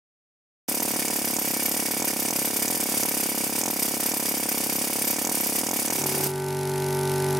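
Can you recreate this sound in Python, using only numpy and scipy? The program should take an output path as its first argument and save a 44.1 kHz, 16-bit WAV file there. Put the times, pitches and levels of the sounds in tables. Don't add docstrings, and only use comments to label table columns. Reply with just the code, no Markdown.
import sys
import numpy as np
from scipy import signal
from scipy.fft import rfft, irfft, next_fast_len
from scipy.io import wavfile
from scipy.ndimage import uniform_filter1d, map_coordinates

SR = 44100
rng = np.random.default_rng(int(sys.argv[2]) if len(sys.argv) > 2 else 0)


def unload_audio(sound):
    columns = np.transpose(np.atleast_2d(sound))
    steps = np.round(np.clip(columns, -1, 1) * 32767)
    wavfile.write(sys.argv[1], SR, steps.astype(np.int16))


N = 326163
TIME = np.arange(N) / SR


def amp(db):
    return 10 ** (np.asarray(db) / 20)


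def unit(x):
    return x / np.sqrt(np.mean(x ** 2) + 1e-20)


def ramp(x):
    return np.clip(x, 0, 1)


def along(points, hz):
    f, v = np.transpose(points)
    return np.interp(np.log(hz + 1), np.log(f + 1), v)


def wobble(rate):
    knots = rng.standard_normal(int(N * rate / SR) + 4)
    return map_coordinates(knots, [TIME * rate])


def taps(times, sizes):
    return np.bincount(np.round(times * SR).astype(int), sizes, N)[:N]


def filtered(x, response):
    m = next_fast_len(N + SR // 2)
    f = np.fft.rfftfreq(m, 1 / SR)
    return irfft(rfft(x, m) * response(f), m)[..., :N]


def resonance(f, hz, width):
    return 1j * f * width / (hz * hz - f * f + 1j * f * width)


def body(modes):
    def response(f):
        return sum((-1) ** k * amp(db) * resonance(f, hz, width)
                   for k, (hz, width, db) in enumerate(modes))
    return response


def colour(points):
    return lambda f: amp(along(points, f))


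def noise(response, alike):
    def mid_side(f):
        turn = np.arccos(np.clip(along(alike, f), 0, 1)) / 2
        return response(f) * np.array([np.cos(turn), np.sin(turn)])
    mid, side = filtered(rng.standard_normal((2, N)), mid_side)
    return unit(np.array([mid + side, mid - side]))


PUMP_ON_S, SPIN_UP_S = 5.9, .16
PUMP_DB, PUMP_GROWTH_DB, PUMP_GROWTH_S = -22, 13, 0.83


def pump_level():
    running = np.maximum(TIME - PUMP_ON_S, 0)
    level_db = PUMP_DB - PUMP_GROWTH_DB * np.exp(-running / PUMP_GROWTH_S)
    return ramp(running / SPIN_UP_S) * amp(level_db)


VALVE_LEAK_DB = -10.5
# opening point, rise and fade in shares of a turn, relative level in dB.
VALVE_RUSHES = [(.1, .04, .07, -6.5), (.41, .08, .22, 1.5)]


def valve_flow(turns):
    power = amp(VALVE_LEAK_DB) ** 2
    for opens, rise, fade, db in VALVE_RUSHES:
        since = (turns - opens) % 1
        fading = np.exp(-(np.maximum(since - rise, 0) / fade) ** 2)
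        power = power + (amp(db) * ramp(since / rise) * fading) ** 2
    return np.sqrt(power)


SHAFT_HZ = 47.42
WEAK_ORDER_DB = -37
# multiple of the shaft speed, relative level in dB.
HUM_ORDERS = [(2, -16), (3, -1.5), (4, -18), (5, -11), (6, -15), (8, 1), (9, -10), (10, -25), (12, -21.5),
              (13, -15), (15, -21), (16, -26), (17, -12.5), (18, -12), (19, -11), (20, -16.5), (21, -22),
              (25, -22), (29, -22.5), (30, -23), (32, -16.5)]


def pump_hum(angle, count=32, waver_db=3, spread=0.38):
    strong = {round(order): db for order, db in HUM_ORDERS}
    hum = np.zeros((2, N))
    for k in range(1, count + 1):
        high = k / count
        phase = 1.68 * k ** 2 + .3 * rng.standard_normal()
        phase = phase + spread * np.sqrt(high) * rng.standard_normal((2, 1))
        level_db = strong.get(k, WEAK_ORDER_DB) + waver_db * high * wobble(8) / 2
        hum += amp(level_db) * np.sin(k * angle + phase)
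    return unit(hum)


def gear_clatter(turns):
    length = round(SR / SHAFT_HZ)
    one_turn = rng.standard_normal(length)
    rattle = map_coordinates(one_turn, [turns % 1 * length], mode="grid-wrap")
    return unit(filtered(rattle, lambda f: resonance(f, 2050, 1040) ** 2))


# frequency in Hz, spectral level in relative dB per Hz.
CHUFF_SPECTRUM = [(300, -2.5), (1500, -2), (2300, -4.5), (3500, -2), (5500, 0.5), (7500, -3), (10800, 3),
                  (12500, -1.5), (15500, -13)]
# frequency in Hz, spectral level in relative dB per Hz.
FAN_SPECTRUM = [(25, -14), (100, 3), (400, -7), (650, -11), (880, 4), (1200, -18), (2200, 1.5), (3000, -12),
                (8000, -21), (16000, -35)]


def pump(chuff_db=-6, fan_db=-20, clatter_db=-22):
    turns = SHAFT_HZ * TIME
    hum = pump_hum(2 * np.pi * turns + .006 * wobble(12))
    chuff_noise = noise(colour(CHUFF_SPECTRUM), [(1000, 0.88)])
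    chuff = amp(chuff_db + 0.82 * wobble(45)) * valve_flow(turns) * chuff_noise
    clatter = amp(clatter_db) * gear_clatter(turns)
    fan = amp(fan_db) * noise(colour(FAN_SPECTRUM), [(40, 0.16), (300, 0.84), (3000, 0.82)])
    return pump_level() * (hum + chuff + clatter + fan)


def surroundings(x, db=-8, t60=0.052):
    t = np.arange(SR // 20) / SR
    tail = rng.standard_normal((2, len(t))) * amp(-60 * t / t60) * (t > .001)
    scattered = signal.fftconvolve(x, tail / np.linalg.norm(tail[0]), axes=1)[:, :N]
    return x + amp(db) * filtered(scattered, lambda f: 1j * f / (1500 + 1j * f))


PRESS_S, OPEN_S, LET_GO_S, BLEED_DB_PER_S = .679, 0.0084, 6.268, 350


def trigger():
    return ramp((TIME - PRESS_S) / OPEN_S) * amp(-BLEED_DB_PER_S * np.maximum(TIME - LET_GO_S, 0))


REBOUND_S = .0226
RUN_FALL_DB = 2.2
# time of the hardest in seconds, its relative level in dB,
# number of strikes before it, number of strikes after it.
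STRIKE_RUNS = [(0.8037, -14.5, 0, 0), (.9408, -22, 0, 0), (1.082, -15, 0, 0), (1.3663, -12.5, 0, 0),
               (1.7453, -22, 0, 0), (1.8885, -23, 0, 0), (2.0245, -14.5, 1, 0), (2.308, -13, 1, 0),
               (2.6805, -12.5, 0, 0), (2.75, -25, 2, 0), (2.9222, -22, 0, 0), (3.0333, -13.5, 0, 0),
               (3.6373, -11.5, 1, 2), (4.1179, -15, 0, 0), (5.165, -19, 0, 0), (5.25, -12, 0, 2),
               (5.614, -17, 0, 0), (5.7132, -13, 2, 0), (5.9041, -14.5, 1, 0), (6.0401, -13.5, 1, 0)]


def strikes():
    hits = []
    for s, db, before, after in STRIKE_RUNS:
        for k in range(-round(before), round(after) + 1):
            hits.append((s + k * REBOUND_S, db - RUN_FALL_DB * abs(k)))
    return hits


CYCLE_S, CYCLE_JITTER = .0293, .028
FIRST_BLOW_S, LAST_BLOW_S = .690, 6.294


def piston_cycles(soft_db=-28, full_db=-13):
    marks = [(FIRST_BLOW_S, soft_db)] + strikes() + [(LAST_BLOW_S, soft_db)]
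    times, force = [], []
    for k, ((start, db), (end, _)) in enumerate(zip(marks, marks[1:])):
        lead = REBOUND_S if k else CYCLE_S
        count = max(round((end - start - lead) / CYCLE_S), 0)
        steps = np.r_[lead, CYCLE_S * (1 + CYCLE_JITTER * rng.standard_normal(count))]
        stretch = (end - start) / steps.sum()
        times += list(start + (np.cumsum(steps) - steps) * stretch)
        force += [ramp((db - soft_db) / (full_db - soft_db))] + [0] * count
    return np.array(times), np.array(force)


# frequency in Hz, width in Hz, depth 0-1.
MUFFLER_NOTCHES = [(171, 8.6, 0.48), (371, 16, 0.74), (624, 33, 0.48), (815.4, 23, 0.9)]
# frequency in Hz, width in Hz, relative level in dB.
MUFFLER_CHAMBERS = [(235, 40.4, 0), (424, 18, -29.5), (728, 63, -29)]
# delay in seconds, signed strength as a share of the direct puff.
PUFF_ECHOES = [(.00486, -0.2), (.00786, -0.31), (0.016, .1)]


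def muffler(f, boom_db=-25, low_hz=70):
    chambers = sum(amp(db) * resonance(f, hz, width) for hz, width, db in MUFFLER_CHAMBERS)
    allpass = 2 * resonance(f, 1035, 1500) - 1
    through = chambers * resonance(f, 690, 535) * allpass
    boom = amp(boom_db) * resonance(f, 128, 37) * resonance(f, 110, 130)
    notches = np.prod([1 - depth * resonance(f, hz, width) for hz, width, depth in MUFFLER_NOTCHES], axis=0)
    echoes = 1 + sum(g * np.exp(-2j * np.pi * f * s) for s, g in PUFF_ECHOES)
    outlet = f ** 2 / (f ** 2 + low_hz ** 2)
    return (through + boom) * notches * echoes * outlet


def puffs(opens, force, db=32.5, scatter_db=0.63, bark_db=-4):
    sizes = amp(db + scatter_db * rng.standard_normal(len(opens)))
    after_strike = np.roll(force, 1)
    barks = filtered(taps(opens, amp(bark_db) * sizes * after_strike), lambda f: resonance(f, 914, 410))
    return filtered(taps(opens, sizes) + barks, muffler)


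SURGE_DELAY_S, SURGE_RISE_S, SURGE_FADE_S, LEAK_DB = .002, .0022, 0.0097, -8
RETURN_S, RETURN_WIDTH_S, RETURN_DB = .032, 0.0047, -8.5


def jet_flow(age, surge_db=-3.5):
    since = age - SURGE_DELAY_S
    surge = ramp(since / SURGE_RISE_S) * np.exp(-np.maximum(since - SURGE_RISE_S, 0) / SURGE_FADE_S)
    returning = np.exp(-((age - RETURN_S) / RETURN_WIDTH_S) ** 2)
    return amp(LEAK_DB) + amp(surge_db) * surge + amp(RETURN_DB) * returning


# frequency in Hz, likeness 0-1.
TOOL_LIKENESS = [(40, 0), (300, 0.05), (1400, 0.32), (3000, 0.49), (7000, 0.93), (15000, 0.38)]


def tool_noise(response):
    return noise(response, TOOL_LIKENESS)


# frequency in Hz, width in Hz, relative level in dB.
HOUSING_MODES = [(1496, 38, -4.5), (1790, 47, -2.5), (1973, 70, -5.5), (2222, 103, -2), (2382, 126, -0.5),
                 (2488, 86, -3), (2720, 58, -5), (3330, 200, -9.5), (4820, 78, 1), (5920, 86, -0.5)]


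def housing(f):
    return body(HOUSING_MODES)(f)


# frequency in Hz, spectral level in relative dB per Hz.
JET_SPECTRUM = [(30, -30), (100, -3), (400, 1), (1000, -4), (1500, -8.5), (2400, -3), (4200, -8), (4800, 0),
                (7000, -0.5), (10000, 1), (12500, -0.5), (14000, -5), (14800, -4), (15600, 0)]
# frequency in Hz, random spread in Hz, relative level in dB.
PORT_WHISTLES = [(8590, 120, -6), (9350, 25, -7), (9700, 75, -5.5), (13140, 87, 1)]


def exhaust(opens, force, jet_db=-24.5, whistle_db=-27, ring_db=-37.5, starve_db=10, scatter_db=1.16,
            whistle_scatter_db=3.5, choke_db=10):
    cycle = np.maximum(np.searchsorted(opens, TIME) - 1, 0)
    age = (TIME - opens[cycle]) % .036

    def chance():
        return rng.standard_normal(len(opens))[cycle]

    starved_db = starve_db * force[cycle] * ramp((age - .004) / 0.023)
    flow = uniform_filter1d(jet_flow(age) * amp(scatter_db * chance() - starved_db), size=70)
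    flicker_db = 0.85 * wobble(700) + 1.15 * wobble(170)
    jet = amp(jet_db + flicker_db) * flow * tool_noise(colour(JET_SPECTRUM))
    ring = amp(ring_db + 2.5 * wobble(90)) * flow * tool_noise(housing)
    swell = np.exp(-((age - .011) / 0.0044) ** 2) * amp(-choke_db * force[cycle])
    for hz, spread, db in PORT_WHISTLES:
        pitch = hz + spread * (chance() + 1.1 * wobble(900))
        phase = 2 * np.pi * np.cumsum(pitch) / SR
        side_phase = 0.74 * np.array([chance(), chance()])
        tone = np.sin(phase + side_phase) * amp(3.95 * wobble(600))
        level = amp(whistle_db + db + whistle_scatter_db * np.minimum(chance(), 1))
        jet += level * flow * (0.27 + swell) * tone
    return jet + ring


# frequency in Hz, width in Hz, relative level in dB.
STEEL_MODES = [(5400, 960, 0), (6580, 830, 4), (7880, 210, 3)]


def knocks(blows, knock_db=3, strike_db=20):
    soft = taps(blows, amp(knock_db + 2 * rng.standard_normal(len(blows))))
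    hit_times, hit_db = np.transpose(strikes())
    hard = taps(hit_times, amp(hit_db + strike_db))
    thuds = filtered(soft, lambda f: housing(f) / (1 + 1j * f / 2500))
    clacks = filtered(hard, lambda f: body(STEEL_MODES)(f) * resonance(f, 7600, 4500))
    return thuds + clacks


# frequency in Hz, left minus right in dB.
TOOL_LEAN = [(60, 6), (110, -2.5), (200, 0), (380, -1), (700, -1.0), (1290, -2.0), (2380, -3), (4400, -2.5),
             (8120, -2.5), (15000, 1.0)]


def air_tool(ahead=0.003998):
    blows, force = piston_cycles()
    opens = blows - ahead
    sound = surroundings(puffs(opens, force) + exhaust(opens, force) + knocks(blows))
    placed = filtered(sound, lambda f: amp(np.array([along(TOOL_LEAN, f), -along(TOOL_LEAN, f)]) / 2))
    return trigger() * placed


def scene():
    return air_tool() + pump()


TOP_HZ = 15780


def record(dry):
    return filtered(dry, lambda f: 1 / (1 + (f / TOP_HZ) ** 200))


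dry = scene()
out = record(dry)
unload_audio(out)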